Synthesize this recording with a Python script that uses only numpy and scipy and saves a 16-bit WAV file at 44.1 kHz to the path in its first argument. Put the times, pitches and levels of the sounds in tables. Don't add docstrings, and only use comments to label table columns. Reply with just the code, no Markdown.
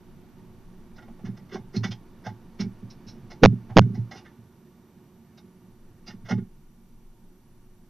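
import sys
import numpy as np
from scipy import signal
from scipy.io import wavfile
from scipy.ndimage import uniform_filter1d

SR = 44100
rng = np.random.default_rng(int(sys.argv[2]) if len(sys.argv) > 2 else 0)


def digitize_waveform(pressure):
    field = np.atleast_2d(pressure).T
    bounded = np.clip(field, -1, 1)
    quanta = np.round(bounded * 32767).astype(np.int16)
    wavfile.write(sys.argv[1], SR, quanta)


N = 347949


def undb(db):
    return 10 ** (np.asarray(db) / 20)


def level(x, db):
    return x * undb(db) / np.sqrt(np.mean(x ** 2))


def curve(rows):
    seconds, values = np.transpose(rows)
    return np.interp(np.arange(N) / SR, seconds, values)


def band(x, lo_hz, hi_hz, order=2):
    return signal.sosfilt(signal.butter(order, [lo_hz, hi_hz], "band", fs=SR, output="sos"), x)


def walk(rate):
    hold = int(SR / rate)
    steps = np.repeat(rng.standard_normal(N // hold + 1), hold)
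    smooth = uniform_filter1d(uniform_filter1d(steps, hold), hold)
    return 1.3 * smooth[:N]


# frequency in Hz, relative gain in dB, 60 dB decay time in seconds.
BOX_MODES = [(117.3, -2.2, 0.22), (144.1, -3.5, 0.17), (166, -8, 0.15), (189.97, -2.5, 0.18),
             (208.44, -6, .12), (231.6, -5.5, 0.13), (261.4, -13, 0.14), (307.4, -10.5, 0.061),
             (369.4, -6.5, 0.15), (393, -7, 0.086), (521, -12, 0.0086), (783, 4, 0.075), (856, 3, 0.13),
             (1116, -5, 0.059), (1460, -4.5, 0.015), (1614, -7, 0.039), (1958, 0.5, 0.026),
             (2143, -1, 0.042), (2957, 4.5, 0.0065), (3583, 8, 0.012), (4170, 11, 0.0074),
             (5140, 14.5, 0.0088), (5790, 13.5, 0.0048), (6600, -16, 0.011)]


def ring(force, lo_hz, hi_hz):
    out = 0
    for hz, db, t60 in BOX_MODES:
        if lo_hz <= hz < hi_hz:
            pole = np.exp((2j * np.pi * hz - np.log(1000) / t60) / SR)
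            out = out + undb(db) * signal.lfilter([1], [1, -pole], force).imag
    return out


RUMBLE_DB, HUSH_EDGE_S = -51.5, .12
# start in seconds, end in seconds, drop in dB.
HUSHES = [(4.046, 5.663, 19), (7.3, 7.53, 6.1)]
WHINE_HZ, DIP_HZ, CREEP_S = 12000, 1150, .24
WHINE_DIPS = [4.13, 5.41, 7.43]


def line_noise(hiss_db=-71.0, whine_db=-78.0, tone_db=-82.5, flutter_db=-7.0):
    t = np.arange(N) / SR
    hush_db = 0
    for start, end, drop_db in HUSHES:
        inside_s = np.minimum(t - start, end - t)
        hush_db = hush_db + drop_db * np.clip(inside_s / HUSH_EDGE_S + .5, 0, 1)
    rumble_gain = undb(RUMBLE_DB - hush_db)
    rumble = level(band(rng.standard_normal(N), 13, 23), 0) * rumble_gain

    swing_hz = 5e5 * rumble
    dip_hz = sum(DIP_HZ * (t >= s) * np.exp(-np.maximum(t - s, 0) / CREEP_S) for s in WHINE_DIPS)
    whine_hz = np.clip(WHINE_HZ - dip_hz + swing_hz + 250 * walk(900), 6000, 14800)
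    whine = np.sin(2 * np.pi * np.cumsum(whine_hz) / SR) * undb(whine_db + 2.5 * walk(400))

    tone = undb(tone_db) * np.sin(2 * np.pi * 5860 * t)
    hiss = undb(hiss_db) * rng.standard_normal((2, N))
    quick = band(rng.standard_normal((2, N)), 22, 70, order=1)
    flutter = level(quick, flutter_db) * rumble_gain * undb(-2.0 * t)
    return hiss + whine + tone + rumble + flutter


# frequency in Hz, relative noise density in dB.
AIR_COLOUR = [(29, -50), (50, -26), (75, -10), (224, -1.5), (292, -17), (373, -6.5), (449, -48),
              (866, -21.5), (980, -22), (1200, -30), (6740, -49.5), (8760, -75), (14800, -120)]
# time in seconds, level in dB before a 3 dB trim.
AIR_LEVEL = [(0, -48.5), (2, -47.5), (3.3, -46), (4.2, -46.5), (4.5, -51), (6.3, -51.5), (6.7, -54.5),
             (7.89, -54.5)]


def night_air(box_db=-12.5):
    hz, db = np.transpose(AIR_COLOUR)
    air = 0
    for mid_hz in 56 * 2 ** np.arange(0, 7, 1 / 3):
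        noise = rng.standard_normal(N)
        colour_db = np.interp(np.log(mid_hz), np.log(hz), db)
        gain = undb(colour_db + 0.81 * walk(5.9))
        air = air + gain * band(noise, mid_hz * 0.98, mid_hz * 1.045, order=1)
    hum = ring(air, 60, 1300)
    return (level(air, 0) + level(hum, box_db)) * undb(curve(AIR_LEVEL) - 3.0)


FADE_S, FADE_PER_RISE = .06, 2.5


def drag(rise, t):
    t60 = FADE_S + FADE_PER_RISE * rise
    onset = np.sin(np.pi / 2 * np.minimum(t / rise, 1)) ** 2
    return onset * undb(-60 * np.maximum(t - rise, 0) / t60)


# middle of the rise in seconds, relative level in dB, pitch in Hz,
# fall away from that pitch in dB per octave, rise time in seconds.
SCRAPES = [(.962, -67, 1350, -1.7, 0.013), (.981, -50, 1420, 14, 0.013), (1.022, -57.5, 1380, 9, 0.015),
           (1.08, -49, 680, 25, 0.011), (1.191, -53, 680, 19, .011), (1.252, -52, 1700, 5, 0.025),
           (1.371, -56.5, 1920, 5, 0.012), (1.49, -61, 2130, 9, .015), (1.516, -47, 1960, 16, 0.023),
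           (1.534, -49, 2160, 2, 0.026), (1.555, -38, 700, 14, 0.0048), (1.74, -52, 1740, 2.3, 0.033),
           (1.761, -38, 4290, 19, 0.011), (1.837, -30, 2190, 9.5, 0.017), (1.871, -58.5, 5500, 14, .015),
           (1.912, -42.5, 3230, 7, 0.016), (2.249, -50, 1580, 5, 0.039), (2.263, -42.5, 700, 5, 0.011),
           (2.595, -41.5, 2290, 8.5, 0.024), (2.604, -43.5, 5300, 6, 0.012), (2.903, -54, 5310, 7, 0.015),
           (3.076, -53, 5290, 5.5, 0.032), (3.306, -52, 2130, 0.86, 0.022),
           (3.697, -48.5, 750, 14.5, 0.021), (3.811, -52, 1470, 6.5, 0.012), (3.946, -59.5, 1940, 1, 0.024),
           (4.113, -46, 1940, 3.5, 0.012), (4.14, -57, 750, 2, 0.042), (4.16, -57, 3600, 9, .03),
           (4.173, -57, 2800, 12, .025), (4.253, -55, 1750, 18, .025), (5.376, -58, 3720, 3.5, 0.014),
           (6.07, -53, 4760, 5, 0.024), (6.072, -55, 2800, 6, .03), (6.1, -53, 1820, 10.5, .018),
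           (6.255, -53.5, 1950, 7, 0.028), (6.29, -39.5, 1390, 4.5, 0.022), (6.31, -32.5, 1430, 11, 0.0083),
           (6.377, -52, 1400, 24, .018)]
SCRAPE_EDGES_HZ = [600, 1200, 2500, 4000, 7000]
# relative gain in dB of one scrape band, low to high.
BOARD_DB = [4, 0.4, -3.5, 1.5]


def scrapes(spread_db=1.5, bare_db=-2.5, squeak_db=18.0):
    uneven = undb(spread_db * rng.exponential(size=N))
    ticks = level(rng.standard_normal(N) * uneven, 0)
    t = np.arange(SR // 4) / SR
    out = np.zeros(N)
    starts = [int((middle - rise / 2) * SR) for middle, _, _, _, rise in SCRAPES]
    for board_db, lo_hz, hi_hz in zip(BOARD_DB, SCRAPE_EDGES_HZ, SCRAPE_EDGES_HZ[1:]):
        force = np.zeros(N)
        for (_, db, hz, fall_db, rise), at in zip(SCRAPES, starts):
            octaves = abs(np.log2(np.sqrt(lo_hz * hi_hz) / hz))
            gain = undb(db + board_db - fall_db * octaves)
            force[at:at + len(t)] += gain * drag(rise, t) * ticks[at:at + len(t)]
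        rung = ring(force, lo_hz, hi_hz) / ring(ticks, lo_hz, hi_hz).std()
        bare = undb(bare_db) * force / band(ticks, lo_hz, hi_hz).std()
        out += band(rung + bare, 0.86 * lo_hz, 1.175 * hi_hz)
    for (_, db, hz, _, rise), at in zip(SCRAPES, starts):
        tip = band(drag(rise, t) * ticks[at:at + len(t)], .97 * hz, 1.03 * hz)
        out[at:at + len(t)] += undb(db + squeak_db) * tip
    return out


# time in seconds, relative level in dB,
# place (0 over the air cavity, 1 mid roof, 2 on the wall edge).
FOOT_FALLS = [(1.106, -41, 1.0), (1.239, -22.5, 0.62), (1.272, -26, .2), (1.288, -23, .9),
              (1.418, -35, 0.34), (1.526, -28, 1.74), (1.549, -19.5, 1.74), (1.589, -27.5, 0.64),
              (1.745, -26, 1.7), (1.764, -10.5, 0.5), (1.809, -17, .3), (1.846, -21, 1.06),
              (1.889, -21.5, 0.24), (2.263, -23, 0.27), (2.31, -27.5, 0.19), (2.598, -18, .9),
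              (2.618, -21, .8), (2.642, -22, .85), (2.662, -23, .9), (2.827, -25, 0.44), (2.868, -39, 0.27),
              (3.066, -32.5, 0.38), (3.209, -37.5, .3), (3.42, -17, 1.27), (3.698, -24, 0.043),
              (3.9, -22, .8), (3.935, -21, .5), (3.977, -14, .15), (4.158, -39.5, 2.1), (4.377, -38, .02),
              (5.442, -45, 0.98), (6.084, -32.5, 0.64), (6.139, -31.5, 0.73), (6.227, -33.5, .1),
              (6.307, -15.5, 0.6), (6.324, -13, .7), (6.328, -22, 1.9), (6.35, -20, .3), (6.381, -17, .5),
              (6.385, -27, 1.9), (6.42, -27, .7)]
# time in seconds, relative level in dB, place as above.
STAMPS = [(3.428, -1.8, .88), (3.762, -1.8, .7)]
# delay in seconds, level change in dB, shift of place.
RATTLE = [(0, 0.5, 0), (.0065, -2, -.03), (.016, -1, -.2), (0.0234, -2.5, -.03), (.047, -3.5, -.64),
          (.101, -16, .02)]
PANEL_HZ = [112, 203, 390]
KNOCK_EDGES_HZ = [60, 160, 290, 600]
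PANEL_FALL_DB = 12.0
HARD_DB = -9.5
FOOT_CYCLES, STAMP_CYCLES = 4.2, 2.2
LEAD_CYCLES = .8


def knocks(haze_db=-29.0):
    rattles = [(s + later, db + change_db, place + shift)
               for s, db, place in STAMPS for later, change_db, shift in RATTLE]
    rows = np.array(FOOT_FALLS + rattles)
    hard = rows[:, 1] > HARD_DB
    out, roof = 0, np.zeros(N)
    for (when, db, place), cycles in ((rows[~hard].T, FOOT_CYCLES), (rows[hard].T, STAMP_CYCLES)):
        lead_s = LEAD_CYCLES * cycles / STAMP_CYCLES / PANEL_HZ[1]
        at = ((when - lead_s) * SR).astype(int)
        for panel, (own_hz, lo_hz, hi_hz) in enumerate(zip(PANEL_HZ, KNOCK_EDGES_HZ, KNOCK_EDGES_HZ[1:])):
            t = np.arange(int(cycles / own_hz * SR)) / SR
            push = np.hanning(len(t)) * np.sin(2 * np.pi * own_hz * t) * 4 / len(t)
            blows = np.zeros(N)
            blows[at] = undb(db - PANEL_FALL_DB * abs(place - panel))
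            rung = ring(signal.oaconvolve(blows, push)[:N], lo_hz, hi_hz)
            out = out + band(rung, 0.99 * lo_hz, 1.15 * hi_hz, order=1)
        roof[at] = undb(db - PANEL_FALL_DB * abs(place - 1)) ** 3
    swell = signal.oaconvolve(roof, np.hanning(int(0.036 * SR)))[int(.005 * SR):][:N]
    grain = level(band(rng.standard_normal(N), 560, 4000, order=1), 0)
    haze = undb(haze_db) * swell * grain
    return band(out, 90, 900, order=3) + haze


def scene():
    box = knocks() + scrapes() + night_air()
    return np.array([box, box])


FULL_SCALE = 0.72
BAND_HZ, TOP_HZ = 7200, 14900


def record(dry):
    wrapped = (dry + FULL_SCALE) % (2 * FULL_SCALE) - FULL_SCALE
    wrapped = dry + uniform_filter1d(wrapped - dry, size=4)
    narrow = signal.sosfilt(signal.cheby2(10, 30., BAND_HZ, fs=SR, output="sos"), wrapped)
    edge = undb(-9.5) * band(wrapped, 12000, 22000, order=3)
    balance = undb([[-1.6], [1.4]])
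    wet = np.clip((narrow + edge) * balance + line_noise(), -1, 1)
    return signal.sosfilt(signal.ellip(8, .2, 40, TOP_HZ, fs=SR, output="sos"), wet)


dry = scene()
out = record(dry)
digitize_waveform(out)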